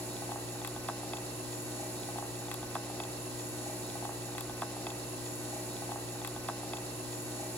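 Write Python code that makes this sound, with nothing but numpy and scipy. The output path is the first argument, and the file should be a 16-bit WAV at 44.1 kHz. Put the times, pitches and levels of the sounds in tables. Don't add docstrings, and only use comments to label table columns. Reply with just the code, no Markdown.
import sys
import numpy as np
from scipy import signal
from scipy.fft import rfft, irfft, next_fast_len
from scipy.io import wavfile

SR = 44100
rng = np.random.default_rng(int(sys.argv[2]) if len(sys.argv) > 2 else 0)


def ratio_of_db(decibels):
    return 10 ** (np.asarray(decibels, float) / 20)


def dump_mix(stems):
    frames = np.atleast_2d(stems).T
    limited = np.clip(frames, -1, 1)
    pcm = np.round(limited * 32767).astype(np.int16)
    wavfile.write(sys.argv[1], SR, pcm)


N = 333837

LOOP = 82320
T = np.arange(LOOP) / SR
HZ = np.fft.rfftfreq(LOOP, 1 / SR)
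SIDES = np.array([[.5], [-.5]])
MAINS_HZ, SHAFT_HZ = 60, 62.42

# multiple, level_db
COIL_LINES = [(1, -63), (2, -48), (3, -66), (4, -58), (5, -50), (6, -50), (7, -66), (8, -57), (9, -58),
              (10, -64), (11, -61), (15, -67), (18, -66), (25, -72)]
# multiple, level_db
SHAFT_LINES = [(2, -63), (3, -64), (5, -63), (6, -58), (9, -64), (10, -59), (11, -62), (12, -66), (13, -59),
               (14, -65), (16, -62), (17, -69), (24, -69)]
# time_s, level_db
RUBBING = [
    (1.867, -62.5),
    (2.053, -64.5),
    (2.287, -66.5),
    (2.723, -69),
    (2.963, -64),
    (3.343, -71.5),
    (3.733, -62.5),
]
# frequency_hz, level_db_per_hz
RUMBLE_DENSITY = [(30, -91), (48, -82), (250, -78.5), (480, -83), (1000, -82.5), (1400, -88.5),
                  (3500, -86.5), (6500, -89)]
# frequency_hz, left_minus_right_db
RUMBLE_BALANCE = [(200, -5), (2000, -0.5), (4400, -2.5), (6000, -9.5), (7000, 11.5)]
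# frequency_hz, left_lead_rad
RUMBLE_PHASE = [(300, 0.57), (1500, 1), (2600, 1.76), (3600, 1.35), (5000, 2.26), (6200, 2.5)]
# frequency_hz, share common to both ports (0-1)
COHERENCE = [(30, .92), (130, .97), (300, .88), (700, .62), (1400, .55), (2600, .4), (4000, .35),
             (6500, .25)]
# frequency_hz, level_db_per_hz
HISS_DENSITY = [(6500, -85.5), (7500, -84), (8500, -80), (9500, -83.5), (11500, -89.5), (12500, -89.5),
                (13500, -94.5), (15600, -95.5)]
# frequency_hz, width_hz, gain_db
MACHINE_MODES = [(337, 170, 5.5), (838, 25, 9), (1050, 22, 1), (1933, 103, 8), (2356, 7.1, 17),
                 (2692, 112, 8.5), (3250, 1470, -3), (3770, 70, 9.5), (4090, 53, 9), (4460, 140, 7.5),
                 (4705, 27, 4.5), (4920, 52, 4), (5260, 19, 9),
                 (5640, 24, 3.6), (5860, 74, 2.3), (7020, 140, 9.4), (7900, 200, 4.8), (9760, 100, 6.1),
              (10180, 250, 4.6), (11200, 260, 3.45), (12850, 150, 5), (13500, 250, 6)]
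# frequency_hz, level_db, t60_s
SHELL_MODES = [(675, -6.5, 0.06), (834, -3, 0.04), (925, -1, 0.012), (1072, 6, 0.0094),
               (1232, -7.5, 0.0079), (1580, -2.5, 0.016)]
# frequency_hz, level_db, t60_s
LOOSE_PART_MODES = [(1950, -5.5, 0.023), (2617, -4.5, 0.041), (3327, -4.5, 0.026), (3600, -3.5, 0.024),
                    (4720, 1.5, 0.008), (5250, -8, 0.014)]
# start_s, level_db, pitch_hz
KNOCK_EVENTS = [(2.0865, -31, 818), (2.1565, -30.5, 770), (2.1838, -26.5, 830), (2.2243, -27, 910),
                (2.2515, -36, 675), (2.4165, -32.5, 950), (2.4825, -32, 830), (2.514, -29, 1150),
                (2.543, -32, 950), (2.628, -30, 760), (2.7533, -19, 1000), (2.831, -38, 750),
                (2.898, -32, 860), (3.0002, -26, 810), (3.0485, -31, 840), (3.151, -42.5, 670),
                (3.265, -34.5, 715), (3.616, -37, 810), (3.661, -33, 690), (3.697, -37, 806)]
# start_s, rattle_level_db, pitch_hz, crack_level_db
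RATTLE_EVENTS = [(2.033, -40.5, 3380, -53), (2.183, -43, 2700, -34), (2.354, -44, 2700, -52),
                 (2.483, -42, 3600, -50), (2.5144, -30.5, 2000, -26.5), (2.5417, -36.5, 4020, -24),
                 (2.629, -41.5, 3300, -39), (2.7523, -33.5, 2860, -29), (3.0005, -31, 2720, -48),
                 (3.036, -36, 2960, -35), (3.395, -40.5, 4500, -46)]


def curve(table):
    hz, value = np.transpose(table)
    return np.interp(np.log(HZ + 1), np.log(hz), value)


def noise(db, channels=1):
    white = rfft(rng.standard_normal((channels, LOOP)))
    return white * ratio_of_db(db) * np.sqrt(SR / 2)


def walk(rate_hz):
    x = irfft(noise(0)[0] * np.exp(-(HZ / rate_hz) ** 2) * (HZ > 0), LOOP)
    return x / x.std()


def flicker(spectrum, shared_db, own_db, rate_hz):
    octave = np.round(np.log2(HZ + 1))
    swell = walk(0.7)
    out = 0
    for k in range(4, 15):
        band = irfft(spectrum * (octave == k), LOOP)
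        out = out + band * ratio_of_db(shared_db * swell + own_db * walk(rate_hz))
    return out


def resonance_db():
    return sum(db / (1 + (2 * (HZ - hz) / width) ** 2) for hz, width, db in MACHINE_MODES)


def kitchen(wet_db, t60, channels):
    echoes = rng.standard_normal((channels, LOOP)) * np.exp(-np.log(1000) * T / t60)
    energy = np.sum(echoes ** 2, axis=1, keepdims=True)
    echoes = rfft(echoes / np.sqrt(energy)) * np.minimum(HZ / 900, 1)
    return (1 + ratio_of_db(wet_db) * echoes) / np.sqrt(1 + ratio_of_db(2 * wet_db))


def head_delay():
    lag_s, turn_rad = .000196, 1.02
    phase = 2 * np.pi * HZ * lag_s - turn_rad
    return np.exp(-1j * SIDES * phase)


def housing_lead():
    return np.exp(1j * SIDES * curve(RUMBLE_PHASE))


def rumble():
    db = curve(RUMBLE_DENSITY + [(8500, -110)]) + resonance_db() - 0.5
    share = np.clip(curve(COHERENCE), 0, 1)
    common = np.sqrt(share) * noise(db) * housing_lead()
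    separate = np.sqrt(1 - share) * noise(db, channels=2)
    balance = ratio_of_db(curve(RUMBLE_BALANCE) * SIDES)
    both = (common + separate) * balance * kitchen(-11, t60=0.12, channels=1)
    return flicker(both, shared_db=0.1, own_db=0.8, rate_hz=24.0)


def ring(modes, cycles):
    t = T[:4096]
    rings = []
    for k, (hz, db, t60) in enumerate(modes):
        tone = (-1) ** k * ratio_of_db(db) * np.sin(2 * np.pi * hz * t)
        decay = np.exp(-np.log(1000) * t / t60)
        onset = 1 - np.exp(-(t * hz / cycles) ** 2)
        rings.append(rfft(tone * decay * onset, LOOP))
    return rings


def blow(start_s, db, pan_db):
    return ratio_of_db(db + pan_db * SIDES) * np.exp(-2j * np.pi * HZ * (start_s % (LOOP / SR)))


def strike(start_s, db, pitch_hz, pan_db, modes, rings, focus_db):
    body = 0
    for (hz, _, _), mode in zip(modes, rings):
        body = body + ratio_of_db(-focus_db * abs(np.log2(hz / pitch_hz))) * mode
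    return blow(start_s, db, pan_db) * body


def cracks():
    t = T[:256]
    bursts = rng.standard_normal((len(RATTLE_EVENTS), 256)) * np.exp(-t / .0005)
    out = 0
    for (start_s, _, _, db), burst in zip(RATTLE_EVENTS, bursts):
        out = out + blow(start_s, db, pan_db=4) * rfft(burst, LOOP)
    colour_db = curve([(3000, -37), (6000, -13), (8000, 8.5), (11000, -1.5), (15000, 0)])
    return irfft(out * head_delay() * ratio_of_db(colour_db), LOOP)


def rattles():
    rings = ring(LOOSE_PART_MODES, cycles=0.54)
    out = 0
    for start_s, db, pitch_hz, _ in RATTLE_EVENTS:
        out = out + strike(start_s, db, pitch_hz, 0, LOOSE_PART_MODES, rings, focus_db=7.5)
    return irfft(housing_lead() * out, LOOP)


def knocks():
    full_db, slope = -23.5, 0.69
    rings = ring(SHELL_MODES, cycles=.8)
    rebound = ratio_of_db(-11) * blow(.0066, 0, 0) + ratio_of_db(-8) * blow(.0098, 0, 0)
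    out = 0
    for start_s, db, pitch_hz in KNOCK_EVENTS:
        hit = strike(start_s, db, pitch_hz, -0.5, SHELL_MODES, rings, focus_db=12.5)
        out = out + hit * (1 + ratio_of_db(slope * (db - full_db)) * rebound)
    return irfft(out * kitchen(-10, t60=0.1, channels=2), LOOP)


def hiss():
    db = curve([(5200, -110)] + HISS_DENSITY) + resonance_db() - 1.5
    spray = head_delay() * noise(db) + noise(db - 11.5, channels=2)
    spray = spray * kitchen(-6.0, t60=0.14, channels=1)
    throb = 1 + 0.054 * np.sin(2 * np.pi * SHAFT_HZ * T)
    return flicker(spray, shared_db=0.86, own_db=-0.45, rate_hz=29.0) * throb


def harmonics(strong, faint_db, count):
    slope_db, scatter_db = -0.4791, 2.5
    pan_db, pan_scatter_db = 1, 4.5
    k = np.arange(1, count + 1)
    level_chance, pan_chance = rng.standard_normal((count, 2)).T
    faint = faint_db + slope_db * k + scatter_db * level_chance
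    levels = [dict(strong).get(n, db) for n, db in zip(k, faint)]
    pans = pan_db + pan_scatter_db * np.minimum(k / 10, 1) ** 2 * pan_chance
    return zip(k, levels, pans)


def drone(lines, phase, flutter_db, skew_rad):
    out = 0
    for k, db, pan_db in lines:
        turns = round(k) * phase / (2 * np.pi)
        turns = turns * round(turns[-1]) / turns[-1]
        start = rng.uniform(0, 2 * np.pi) + skew_rad * rng.standard_normal() * SIDES
        level = ratio_of_db(db + pan_db * SIDES + flutter_db * walk(7.7))
        out = out + level * np.sqrt(2) * np.sin(2 * np.pi * turns + start)
    return out


def spinner():
    speed_hz = SHAFT_HZ * (1 + 0.0015 * walk(5.7))
    phase = 2 * np.pi * np.cumsum(speed_hz) / SR
    shaft = drone(harmonics(SHAFT_LINES, -70, count=31), phase, flutter_db=3.0, skew_rad=0.69)
    time_s, db = np.transpose(RUBBING)
    swell = ratio_of_db(1.2 * np.interp(T, time_s, db - db.mean(), period=LOOP / SR))
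    shell = irfft(rfft(shaft) * np.exp(-((HZ - 760) / 160) ** 4), LOOP)
    return shaft + (swell - 1) * shell


def pump():
    phase = 2 * np.pi * MAINS_HZ * (T + 1 / SR)
    return drone(harmonics(COIL_LINES, -64.5, count=33), phase, flutter_db=0.56, skew_rad=0.076)


def scene():
    once = rumble() + cracks() + rattles() + knocks() + hiss() + spinner() + pump()
    return np.tile(once, N // LOOP + 1)[:, :N]


def low_pass(x):
    return signal.sosfilt(signal.butter(12, 17020, fs=SR, output="sos"), x)


def record(dry):
    size = next_fast_len(N)
    passed = np.fft.rfftfreq(size, 1 / SR) < 15850
    mix = irfft(rfft(dry, size) * passed, size)[:, :N]
    return low_pass(mix)


dry = scene()
out = record(dry)
dump_mix(out)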